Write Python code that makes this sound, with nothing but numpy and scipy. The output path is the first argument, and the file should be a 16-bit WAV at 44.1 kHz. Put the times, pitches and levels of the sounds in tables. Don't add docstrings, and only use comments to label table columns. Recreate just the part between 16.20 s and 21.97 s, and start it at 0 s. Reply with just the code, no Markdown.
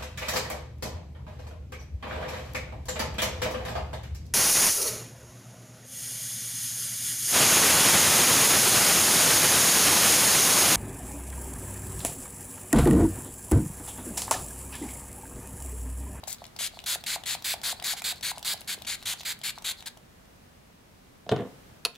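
import sys
import numpy as np
from scipy import signal
from scipy.fft import rfft, irfft, next_fast_len
from scipy.io import wavfile
from scipy.ndimage import map_coordinates

SR = 44100
rng = np.random.default_rng(int(sys.argv[2]) if len(sys.argv) > 2 else 0)


def elevation(decibels):
    levels = np.asarray(decibels, float)
    return 10 ** (levels / 20)


def transcribe(u):
    v = np.clip(np.atleast_2d(u).T, -1, 1)
    q = np.round(v * 32767).astype(np.int16)
    wavfile.write(sys.argv[1], SR, q)


N = 254456

# start in seconds, length in seconds, jet level in dB, left-right difference in dB.
STROKES = [(0.073, 0.078, -39.5, 6), (0.389, 0.089, -31.5, 3.5), (0.661, 0.095, -29.5, 1),
           (0.863, 0.098, -31, 0.8), (1.058, 0.097, -31.5, 3), (1.244, 0.099, -30, -0.4),
           (1.433, 0.096, -30.5, 1.5), (1.64, 0.1, -30, 2), (1.767, 0.035, -39, -2),
           (1.841, 0.085, -30.5, -1.7), (2.028, 0.09, -31.5, 2.5), (2.248, 0.092, -30, -0.5),
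           (2.475, 0.073, -33, 1.4), (2.668, 0.088, -33, 3), (2.856, 0.082, -31, 1.2),
           (3.051, 0.078, -32.5, -1.5), (3.235, 0.073, -32, 2.5), (3.444, 0.078, -31.5, 1.5),
           (3.659, 0.028, -36.5, 3)]
ARCH_DB, SAG_DB = 3, 0.05
TREBLE_DB, DRY_TREBLE_DB, DRY_SAG_DB, PRIMING_S = -6.5, 11.5, 18, 0.36
DRIBBLE_DB, DRIBBLE_S = -13, 0.0093


def spray():
    out = np.zeros((2, N))
    t = np.arange(int(0.2 * SR)) / SR
    for s, length, db, pan_db in STROKES:
        u = np.clip(t / length, 0, 1)
        dry = np.exp(-s / PRIMING_S)
        sag_db = (SAG_DB + DRY_SAG_DB * dry ** 4) * (2 * u - 1)
        level_db = db - sag_db + ARCH_DB * np.sin(np.pi * u) - 1.5
        treble_db = TREBLE_DB + DRY_TREBLE_DB * dry + rng.normal(0, 0.27)
        sputter_db = 1.24 + 0.98 * max(0, treble_db)
        jet = hiss(len(t), treble_db, sputter_db, spread=0.35)
        opening = np.clip(t / 0.0033, 0, 1) * elevation(-3 * np.exp(-t / 0.0054))
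        after = np.clip(t - length + 0.0007, 0, 1)
        closing = np.maximum(elevation(-2500 * after), elevation(DRIBBLE_DB) * np.exp(-after / DRIBBLE_S))
        level = elevation(level_db + 0.18 * wobble(62, len(t)))
        add(out, s - 0.002, opening * closing * level * jet, pan_db)
    return out


# start in seconds, length in seconds, level in dB.
REFILL = [(0.164, 0.092, -53.5), (0.502, 0.11, -48.5), (0.787, 0.044, -47), (0.977, 0.056, -52),
          (1.159, 0.075, -49), (1.364, 0.043, -51), (1.547, 0.06, -48.5), (1.945, 0.059, -46),
          (2.141, 0.052, -47), (2.351, 0.034, -60), (2.375, 0.052, -46), (2.574, 0.086, -52),
          (2.759, 0.087, -49.5), (2.972, 0.047, -41), (3.144, 0.11, -58), (3.337, 0.066, -48.5),
          (3.546, 0.094, -47.5)]


def refill():
    out = np.zeros((2, N))
    for s, length, db in REFILL:
        swell = np.hanning(int(length * SR))
        flow = hiss(len(swell), treble_db=-3, sputter_db=2.5, spread=0.4)
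        valve = filtered(flow, lambda f: 0.3 + resonant([(4300, 900, 0)])(f))
        add(out, s, elevation(db) * swell * valve, 1.2)
    return out


# frequency in Hz, width in Hz, level in dB.
NOZZLE = [(918, 640, -14), (1570, 306, -3.5), (2200, 510, -3.5), (3390, 700, 1), (4250, 1120, 2),
          (7170, 2160, 2), (10830, 2400, 0.5), (14950, 1000, -5.5)]
# frequency in Hz, width in Hz, depth in dB.
SHADOWS = [(5580, 530, 3.5), (9580, 810, 3.5)]


def hiss(size, treble_db, sputter_db, spread):
    mid, side = rng.standard_normal((2, size)) * elevation(sputter_db * wobble(690.0, size))
    side = filtered(side, lambda f: spread * np.clip(f / 12000, 0, 1))
    delay_s = rng.uniform(0.00014, 0.000464) + rng.uniform(-0.000059, 0.00006, (2, 1))
    aim = 1 + rng.normal(0, 0.025)

    def response(f):
        nozzle = resonant(NOZZLE)(f * aim) * elevation(treble_db * np.clip(f / 2000 - 2, 0, 1))
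        shade = elevation(-sum(db * np.exp(-((f - hz) / w) ** 2) for hz, w, db in SHADOWS))
        echo = 1 + 0.19 * np.exp(-2j * np.pi * f * delay_s)
        return nozzle * shade * echo

    return unit(filtered(np.array([mid + side, mid - side]), response))


# start in seconds, peak in dB, centre in Hz.
PRESSES = [(0.3637, -28, 4300), (0.6403, -26, 3760), (0.8388, -25.5, 3140), (1.037, -24, 2600),
           (1.2235, -27.5, 4060), (1.4158, -28, 4230), (1.6246, -21, 3370), (1.8202, -20.5, 2520),
           (2.01, -28, 4160), (2.228, -24.5, 3640), (2.4453, -39, 3880), (2.6532, -29, 3530),
           (2.8265, -27.5, 2680), (3.0335, -28.5, 3540), (3.2151, -28.5, 3120), (3.4229, -28.5, 2880),
           (3.6249, -28.5, 2450)]
# start in seconds, peak in dB,
# centre in Hz, treble in dB.
TICKS = [(0.0434, -48, 3940, 2), (0.1193, -25.5, 3960, -21), (0.1284, -17, 3760, 15),
         (0.184, -40, 4310, -19), (0.2534, -31.5, 3960, -33), (0.2656, -32.5, 3300, 15),
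         (0.278, -43, 4510, -28), (0.6016, -34, 3750, -27), (0.6179, -42, 3660, 3), (0.785, -45, 4240, -18),
         (1.8057, -33, 4850, -1), (1.9583, -35, 4250, -2), (1.972, -40, 4210, -11), (2.1932, -33, 3110, 5),
         (2.376, -35, 4440, -13), (2.3979, -46, 4480, -22), (2.408, -28, 4550, 7), (2.587, -36.5, 3270, -2),
         (2.6484, -29, 2800, -22), (2.818, -39, 3360, -5), (2.8332, -34, 4380, -1),
         (2.9738, -36, 3870, -13), (2.998, -30, 4270, -19), (3.012, -27.5, 4200, -18), (3.19, -37, 3700, 7),
         (4.0553, -47, 2650, -19), (5.745, -43, 2980, -20), (5.7528, -37, 3450, -22),
         (5.758, -35.5, 3170, -18)]
# start in seconds, knock in dB, click delay in seconds, click in dB, treble in dB.
RETURNS = [(0.034, -33, 0.0036, -28.5, -12), (0.219, -33.5, 0.022, -31, -17),
           (0.572, -36, .018, -23.5, -21), (1.595, -39.5, 0.0037, -25, -24), (2.175, -32, 0.0065, -20.5, 6),
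           (2.413, -43, 0.0029, -28, 1), (2.617, -41, 0.0036, -25, 3), (3.006, -41, .001, -27.5, -18),
           (3.378, -32.5, 0.0064, -25.5, 1), (3.6, -51, 0.0062, -30, 0), (3.77, -44.5, 0.0032, -35.5, 2)]
PRESS_TREBLE_DB, RETURN_HZ, RETURN_LEFT_DB = 0, 3470, 3.5


def ticks():
    out, size = np.zeros((2, N)), int(0.08 * SR)
    starts, _, _, pans = np.transpose(STROKES)
    rows = [(s, db, hz, PRESS_TREBLE_DB, 1.2) for s, db, hz in PRESSES]
    rows += [(*row, 0) for row in TICKS]
    rows += [(s + lag, db, RETURN_HZ, treble_db, RETURN_LEFT_DB) for s, _, lag, db, treble_db in RETURNS]
    for s, db, hz, treble_db, left_db in rows:
        head = [(hz, 1600, 0), (7800, 3000, treble_db - 6.5), (11500, 4000, treble_db - 7.0)]
        pan_db = left_db + 1.18 * np.interp(s, starts, pans, right=0)
        add(out, s, elevation(db - 2.05) * struck(head, 0.013, size), pan_db)
    return out


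# start in seconds, peak in dB.
BOTTOMS = [(0.757, -30.5), (0.961, -26.5), (1.15, -29.5), (1.34, -26.5), (1.528, -30), (1.735, -30.5),
           (1.926, -36), (2.116, -29), (2.342, -33), (2.546, -47), (2.938, -38.5)]
# start in seconds, peak in dB, ring in Hz.
KNOCKS = [
    (0.076, -34, 700),
    (0.408, -38, 706),
    (0.537, -44, 670),
    (1.621, -38, 720),
    (2.578, -39, 440),
]
PRESS_KNOCK_DB = -16.5
PRESS_RING_HZ, TOP_RING_HZ, BOTTOM_RING_HZ = 700, 672, 720


def knocks():
    out, size = np.zeros((2, N)), int(0.08 * SR)
    rows = [(s, db, BOTTOM_RING_HZ) for s, db in BOTTOMS]
    rows += [(row[0], row[1], TOP_RING_HZ) for row in RETURNS]
    rows += [(s - 0.002, db + PRESS_KNOCK_DB, PRESS_RING_HZ) for s, db, _ in PRESSES]
    rows += KNOCKS
    for s, db, hz in rows:
        hollow = [(hz * (1 + rng.normal(0, 0.014)), 140, 0), (960, 350, -8 + rng.normal(0, 6.3))]
        add(out, s, elevation(db + 1.0) * pushed(hollow, 0.00036, size), 0.6)
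    return out


# start in seconds, peak in dB, edge level in dB, bottle share from 0 to 1.
LANDING = [(5.065, -29.5, -19, 0.66), (5.092, -18, -4, 0.78), (5.115, -12.5, -10, 0.27),
           (5.1221, -11.5, -36, 0.49), (5.135, -18, -37, 0.07), (5.146, -37, -29, 0.7),
           (5.162, -21.5, -9.5, 0.48), (5.169, -24, -15, .1), (5.197, -20.5, -25, 0.35),
           (5.221, -24, -22, 0.36), (5.252, -34, -26, 0.1), (5.273, -38, -26, 0.06)]
# frequency in Hz, width in Hz, level in dB.
DESK = [(124.6, 31, -2), (181.6, 13.4, 4), (279, 44, 0.5), (437, 35, 0.5), (493, 20, -1), (520, 36, 0.5),
        (720, 89, -6), (1110, 130, -14.5), (1410, 270, -29), (2100, 230, -31)]
BOTTLE = [(538, 80, 9), (700, 67, 10.5), (930, 150, -4), (1530, 790, -23)]
EDGE = [(1260, 350, 6), (1790, 510, 5), (2880, 530, 3.5), (3840, 590, -1), (6300, 3000, -18)]


def landing():
    out, size = np.zeros((2, N)), int(0.2 * SR)
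    for s, db, edge_db, share in LANDING:
        share = np.clip(share, 0, 1)
        rim = [(hz, w, level - 14 * share * (hz < 3000)) for hz, w, level in EDGE]
        body = (1 - share) * pushed(DESK, 0.00021, size) + share * pushed(BOTTLE, 0.00011, size)
        add(out, s, elevation(db) * (body + elevation(edge_db) * struck(rim, 0.019, size)), -0.3)
    return out


# time in seconds, level in dB, edge level in dB.
ROCKING = [
    (5.11, -29, -19),
    (5.118, -14.5, -17.5),
    (5.141, -30.5, -34),
    (5.176, -53, -2),
    (5.218, -36.5, -22),
    (5.33, -77, -20),
]


def rocking():
    out = np.zeros((2, N))
    s, db, edge_db = np.transpose(ROCKING)
    t = s[0] + np.arange(int((s[-1] - s[0]) * SR)) / SR
    bumps = rng.standard_normal(len(t)) * elevation(4.0 * wobble(251.3, len(t)))
    body = unit(filtered(bumps, resonant(DESK))) * elevation(np.interp(t, s, db) - 1.0)
    rim = unit(filtered(bumps, resonant(EDGE))) * elevation(np.interp(t, s, db + edge_db) + 4.0)
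    add(out, s[0], (body + rim) * np.clip((t - s[0]) / 0.019, 0, 1), -0.3)
    return out


# start in seconds, peak in dB, body level in dB.
SNAP = [
    (5.6501, -9, -42),
    (5.6513, -10, -37),
    (5.6502, -16, -28),
    (5.6545, -17, -16),
    (5.6564, -17.5, -19),
    (5.6579, -13, -15),
    (5.6626, -26, -13),
    (5.668, -36, 3),
]
# frequency in Hz, width in Hz, level in dB.
PART = [(410, 92, -19.5), (890, 660, -28), (1430, 320, -9.5), (2570, 150, -3.5), (3080, 240, -6.5),
        (3360, 370, -10), (4340, 440, -1.5), (7080, 380, -7.5), (9850, 520, -6.5), (13900, 1900, -29)]


def snap():
    out, size = np.zeros((2, N)), int(0.1 * SR)
    for s, db, body_db in SNAP:
        add(out, s, elevation(db - 1.5) * struck(PART[2:], 0.007, size), -0.8)
        add(out, s, elevation(db + body_db + 3.0) * struck(PART[:2], 0.014, size), -0.8)
    return out


def room(x):
    out, step = np.zeros((2, N + SR)), SR // 5
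    for i in range(0, N, step):
        answer = signal.fftconvolve(x.mean(0)[None, i:i + step], echo_tail(), axes=1)
        out[:, i + 150:][:, :answer.shape[1]] += answer
    return out[:, :N]


# frequency in Hz, 60 dB decay time in seconds.
ROOM = [(200, 0.31), (2000, 0.29), (6000, 0.16), (14000, 0.15)]


def echo_tail():
    hz, t, z = signal.stft(rng.standard_normal((2, SR // 2)), SR, nperseg=256)
    apart = np.clip(hz / 3000, 0.2, 1)[:, None]
    z = np.array([z[0] + apart * z[1], z[0] - apart * z[1]]) / np.sqrt(1 + apart ** 2)
    decay = elevation(-60 * t / along(ROOM, hz)[:, None])
    tail = signal.istft(z * decay, SR, nperseg=256)[1]
    return tail / np.linalg.norm(tail[0])


# frequency in Hz, density in dB per Hz.
AIR = [(15, -33), (25, 0.5), (229, -8), (300, -13), (607, -14.5), (988, -18), (2160, -23), (16000, -36)]
# time in seconds, level in dB.
AIR_DB = [(0.0, -51.5), (2.17, -51), (4.06, -53.5), (5.09, -54), (5.3, -49.5), (5.77, -54.5)]
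# frequency in Hz, correlation from -1 to 1.
ALIKE = [(60, 1), (180, 0.71), (550, -0.22), (1650, -0.0041), (4970, 0.033), (15000, 0.37)]


def air():
    turn = lambda hz: np.arccos(np.clip(along(ALIKE, hz), -1, 1)) / 2
    mid, side = filtered(rng.standard_normal((2, N)),
                         lambda hz: elevation(along(AIR, hz)) * [np.cos(turn(hz)), np.sin(turn(hz))])
    s, db = np.transpose(AIR_DB)
    level_db = np.interp(np.arange(N) / SR, s, db) + 0.6 * wobble(4.7, N)
    return elevation(level_db) * unit(np.array([mid + side, mid - side]))


def struck(peaks, t60, size):
    crack = rng.standard_normal(size) * elevation(-60 * np.arange(size) / SR / t60)
    ring = filtered(crack, resonant(peaks))
    return ring / np.abs(ring).max()


def pushed(peaks, soft_s, size):
    push = np.pad(np.hanning(int(soft_s * SR) + 3), (0, size))[:size]
    scatter_db = rng.normal(0, 1.5, len(peaks))
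    modes = [(hz, w, db + d) for (hz, w, db), d in zip(peaks, scatter_db)]
    ring = filtered(push, resonant(modes))
    return ring / np.abs(ring).max()


def resonant(peaks):
    return lambda f: sum((-1) ** k * elevation(db) * 1j * f * w / (c * c - f * f + 1j * f * w)
                         for k, (c, w, db) in enumerate(peaks))


def filtered(x, response):
    m = next_fast_len(x.shape[-1] + 8192)
    return irfft(rfft(x, m) * response(np.fft.rfftfreq(m, 1 / SR)), m)[..., :x.shape[-1]]


def add(out, s, sound, pan_db=0):
    sides = np.array([[0.5], [-0.5]])
    lead_s = 0.000008 * pan_db * sides
    padded = np.pad(sound * np.ones((2, 1)), ((0, 0), (8, 0)))
    pair = filtered(padded, lambda f: np.exp(2j * np.pi * f * lead_s))
    part = out[:, round(s * SR) - 8:][:, :pair.shape[1]]
    part += (pair * elevation(sides * pan_db))[:, :part.shape[1]]


def wobble(rate, size):
    return map_coordinates(rng.standard_normal(int(size * rate / SR) + 4), [np.arange(size) * rate / SR])


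def along(points, hz):
    f, v = np.transpose(points)
    return np.interp(np.log(hz + 1), np.log(f + 1), v)


def unit(x):
    return x / np.sqrt(np.mean(x ** 2) + 1e-20)


def scene():
    jet, head, bottle = spray() + refill(), ticks(), knocks()
    thud, click = landing() + rocking(), snap()
    wet = elevation(-10.5) * jet + elevation(-6.0) * head + elevation(-9.5) * bottle
    wet += elevation(-6.5) * thud + elevation(-14) * click
    return jet + head + bottle + thud + click + room(wet) + air()


def band_limit(x):
    return signal.sosfilt(signal.butter(12, 17000, fs=SR, output="sos"), x)


def record(dry):
    low_hz, top_hz = 45, 15800
    band = lambda hz: hz ** 2 / (hz ** 2 + low_hz ** 2) * np.where(hz < top_hz, 1, elevation(-27))
    return band_limit(filtered(dry, band))


dry = scene()
out = record(dry)
transcribe(out)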